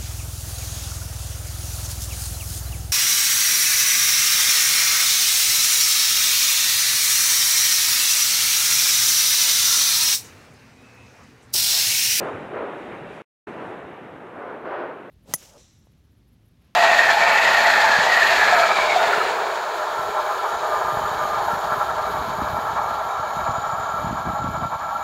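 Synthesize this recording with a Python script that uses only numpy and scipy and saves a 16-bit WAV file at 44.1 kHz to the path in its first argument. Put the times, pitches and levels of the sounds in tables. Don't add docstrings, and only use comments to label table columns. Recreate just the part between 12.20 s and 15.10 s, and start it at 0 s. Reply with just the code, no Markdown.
import sys
import numpy as np
from scipy import signal
from scipy.fft import rfft, irfft, next_fast_len
from scipy.io import wavfile
from scipy.ndimage import uniform_filter1d, map_coordinates

SR = 44100
rng = np.random.default_rng(int(sys.argv[2]) if len(sys.argv) > 2 else 0)


def undo_db(level):
    steps = np.asarray(level, float) / 20
    return 10 ** steps


def waveform_to_disk(signal):
    frames = np.transpose(np.atleast_2d(signal))
    scaled = np.clip(frames, -1, 1) * 32767
    samples = np.round(scaled).astype(np.int16)
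    wavfile.write(sys.argv[1], SR, samples)


N = 127890


def unit(x):
    return x / np.sqrt(np.mean(x ** 2) + 1e-20)


def curves(rows):
    s, *columns = np.transpose(rows)
    return [np.interp(np.arange(N) / SR, s, column) for column in columns]


def wobble(rate):
    knots = rng.standard_normal(200 + N // 100)
    return map_coordinates(knots, [np.arange(N) * rate / SR])


def coloured(x, points):
    m = next_fast_len(N + 8192)
    f, db = np.transpose(points)
    log_f = np.log(np.fft.rfftfreq(m, 1 / SR) + 1)
    gain = undo_db(np.interp(log_f, np.log(f + 1), db))
    return unit(irfft(rfft(x, m) * gain, m)[:N])


def patchy(x, patchy_db):
    z = signal.stft(x, nperseg=512)[2]
    field = uniform_filter1d(rng.standard_normal(z.shape), size=5, axis=0)
    field = uniform_filter1d(field, size=9, axis=1)
    return signal.istft(z * undo_db(patchy_db * unit(field)), nperseg=512)[1][:N]


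def turbulence(points, patchy_db):
    puffs_per_s, puff_db, puff_share = 2500, 1.5, .25
    chance, sign, size = rng.random((3, N))
    puffs = (chance < puffs_per_s / SR) * np.sign(sign - .5) * undo_db(-puff_db * np.log(1 - size))
    air = np.sqrt(1 - puff_share) * rng.standard_normal(N) + np.sqrt(puff_share) * unit(puffs)
    return coloured(patchy(air, patchy_db), points)


# t/s, jet level/dB, spatter level/dB
JET = [(0, -34, -47.5), (.3, -37.5, -49.5), (.55, -35, -50), (.75, -37.5, -48.5), (1.0, -40, -49),
       (1.3, -34.5, -49), (1.55, -37, -53), (1.7, -39.5, -53), (1.9, -40, -54.5), (2.1, -40.5, -62),
       (2.4, -39.5, -66), (2.78, -39, -61.5), (2.9, -40, -59)]
# f/Hz, level/dB per Hz
JET_COLOUR = [(70, -39), (130, -13), (253, -3), (400, 0.5), (560, -2.5), (1500, -11), (2800, -24),
              (4200, -39), (9000, -120)]
# f/Hz, level/dB per Hz
SPATTER_COLOUR = [(500, -120), (1200, -5.5), (1800, 3.5), (2750, -1), (3200, -8.5), (3780, -10.5),
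                  (4050, -22.5), (6000, -120)]
# peak t/s, level/dB, rise t/s, fall t/s, sharpness (0 deep to 1 sharp)
BURSTS = [(0.053, -27.5, 0.051, 0.045, 0.05), (.14, -34.5, 0.019, 0.054, .15),
          (.37, -29, 0.038, 0.066, 0.07), (.44, -33, .05, 0.073, 0), (.95, -45.5, .15, 0.078, 0.95),
          (1.275, -39.5, 0.042, 0.01, 0.75), (1.4, -36.5, 0.042, 0.094, 0.5), (1.52, -40.5, .08, 0.1, 0.12),
          (2.23, -36, 0.062, 0.13, 0.81), (2.458, -34, 0.0068, 0.16, 0.8), (2.57, -30, 0.085, 0.073, 0.94),
          (2.68, -34, 0.053, 0.053, 0.54)]
# f/Hz, level/dB per Hz
DEEP_COLOUR = [(110, -42.5), (260, -12.5), (430, -0.5), (600, -2), (750, -6.5), (1400, -12), (2200, -25.5),
               (4300, -46), (7000, -120)]
# f/Hz, level/dB per Hz
SHARP_COLOUR = [(110, -68), (270, -8.5), (340, -2), (597, 1.5), (900, -3), (1500, -5.5), (3680, -33.5),
                (6000, -52.5), (10000, -120)]


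def vent():
    t = np.arange(N) / SR
    jet_db, spatter_db = curves(JET)
    jet_db = jet_db + .7 * wobble(9) + 0.59 * wobble(30.15)
    jet = undo_db(jet_db) * turbulence(JET_COLOUR, patchy_db=-0.5)
    spatter = undo_db(spatter_db) * turbulence(SPATTER_COLOUR, patchy_db=1.9)
    deep_power, sharp_power = np.zeros((2, N))
    for s, db, rise, fall, sharpness in BURSTS:
        swell = undo_db(2 * db) * np.exp(-((t - s) / np.where(t < s, rise, fall)) ** 2)
        deep_power += (1 - sharpness) * swell
        sharp_power += sharpness * swell
    deep = np.sqrt(deep_power) * turbulence(DEEP_COLOUR, patchy_db=0.5)
    sharp = np.sqrt(sharp_power) * turbulence(SHARP_COLOUR, patchy_db=0.0)
    flutter = undo_db(0.75 * wobble(40))
    return jet + spatter + flutter * (deep + sharp)


# f/Hz, level/dB, T60 t/s
TINK = [
    (8820, 1, .12),
    (8900, -4, .3),
    (9400, -1, .07),
    (9080, -6, .35),
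]


def pebble():
    t = np.clip(np.arange(N) / SR - 2.15, 0, None)
    ring = sum(undo_db(db - 60 * t / t60) * np.sin(2 * np.pi * hz * t) for hz, db, t60 in TINK)
    return undo_db(-76) * ring * (1 - np.exp(-t / .004))


# t/s, buffet level/dB, hiss level/dB
WIND = [(0, -42.5, -59), (.12, -48, -65), (.4, -47, -70.5), (.55, -54, -68), (.63, -47.5, -65.5),
        (.85, -45, -69), (.95, -51, -63), (1.01, -46.5, -68.5), (1.29, -48, -67), (1.37, -48.5, -69.5),
        (1.48, -46, -66.5), (1.6, -52.5, -72.5), (2.1, -54, -76), (2.5, -54, -82.5), (2.9, -60.5, -83.5)]
# f/Hz, level/dB per Hz
RUMBLE = [(10, -39.5), (30, -30), (50, -15.5), (90, -5), (163, -0.5), (230, -4), (400, -23.5), (700, -120)]
# f/Hz, level/dB per Hz
HISS = [(2000, -120), (3500, -0.5), (5000, -5), (7500, -8), (9500, -10), (11000, -14.5), (12900, -24),
        (13600, -120)]
# t/s, level/dB, f/Hz, width t/s
THUMPS = [
    (0.15, -36, 105, 0.015),
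    (0.689, -56, 70, 0.034),
    (1.659, -48.5, 78.3, 0.014),
]


def wind():
    t = np.arange(N) / SR
    buffet_db, hiss_db = curves(WIND)
    buffet = unit(undo_db(1.1 * wobble(17)) * coloured(rng.standard_normal(N), RUMBLE))
    hiss = coloured(patchy(rng.standard_normal(N), patchy_db=1.2), HISS)
    out = undo_db(buffet_db) * buffet + undo_db(hiss_db) * hiss
    for s, db, hz, width in THUMPS:
        out += undo_db(db) * np.exp(-((t - s) / width) ** 2) * np.sin(2 * np.pi * hz * (t - s))
    return out


def scene():
    return (vent() + pebble() + wind())[None]


def band_limit(x):
    return signal.sosfilt(signal.butter(12, 13150, fs=SR, output="sos"), x)


# f/Hz, level/dB per Hz
SELF_NOISE = [(500, -120), (3000, -2), (6000, 1), (10000, -3), (12900, -0.5), (13000, -5), (15000, -120)]
# f/Hz, level/dB per Hz
REMNANT = [(60, -20), (300, 0), (2500, -2), (4500, -20), (12500, -27), (14000, -120)]


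def record(dry):
    t = np.arange(N) / SR
    cut_s, back_s, fade_in_s = 1.0199, 1.2715, .0007
    remnant_db, remnant_t60, remnant_s, remnant_end_s = -66, .14, .029, .006
    x = dry + undo_db(-75.5) * coloured(rng.standard_normal(N), SELF_NOISE)
    since = np.clip(t - cut_s, 0, None)
    decay = undo_db(remnant_db - 60 * since / remnant_t60) * (t >= cut_s)
    ending = np.clip((remnant_s - since) / remnant_end_s, 0, 1)
    remnant = decay * ending * coloured(rng.standard_normal(N), REMNANT)
    back = np.exp(-np.clip(back_s - t, 0, None) / fade_in_s) * (t > (cut_s + back_s) / 2)
    mix = x * np.where(t < cut_s, 1, back) + remnant
    return band_limit(mix)


dry = scene()
out = record(dry)
waveform_to_disk(out)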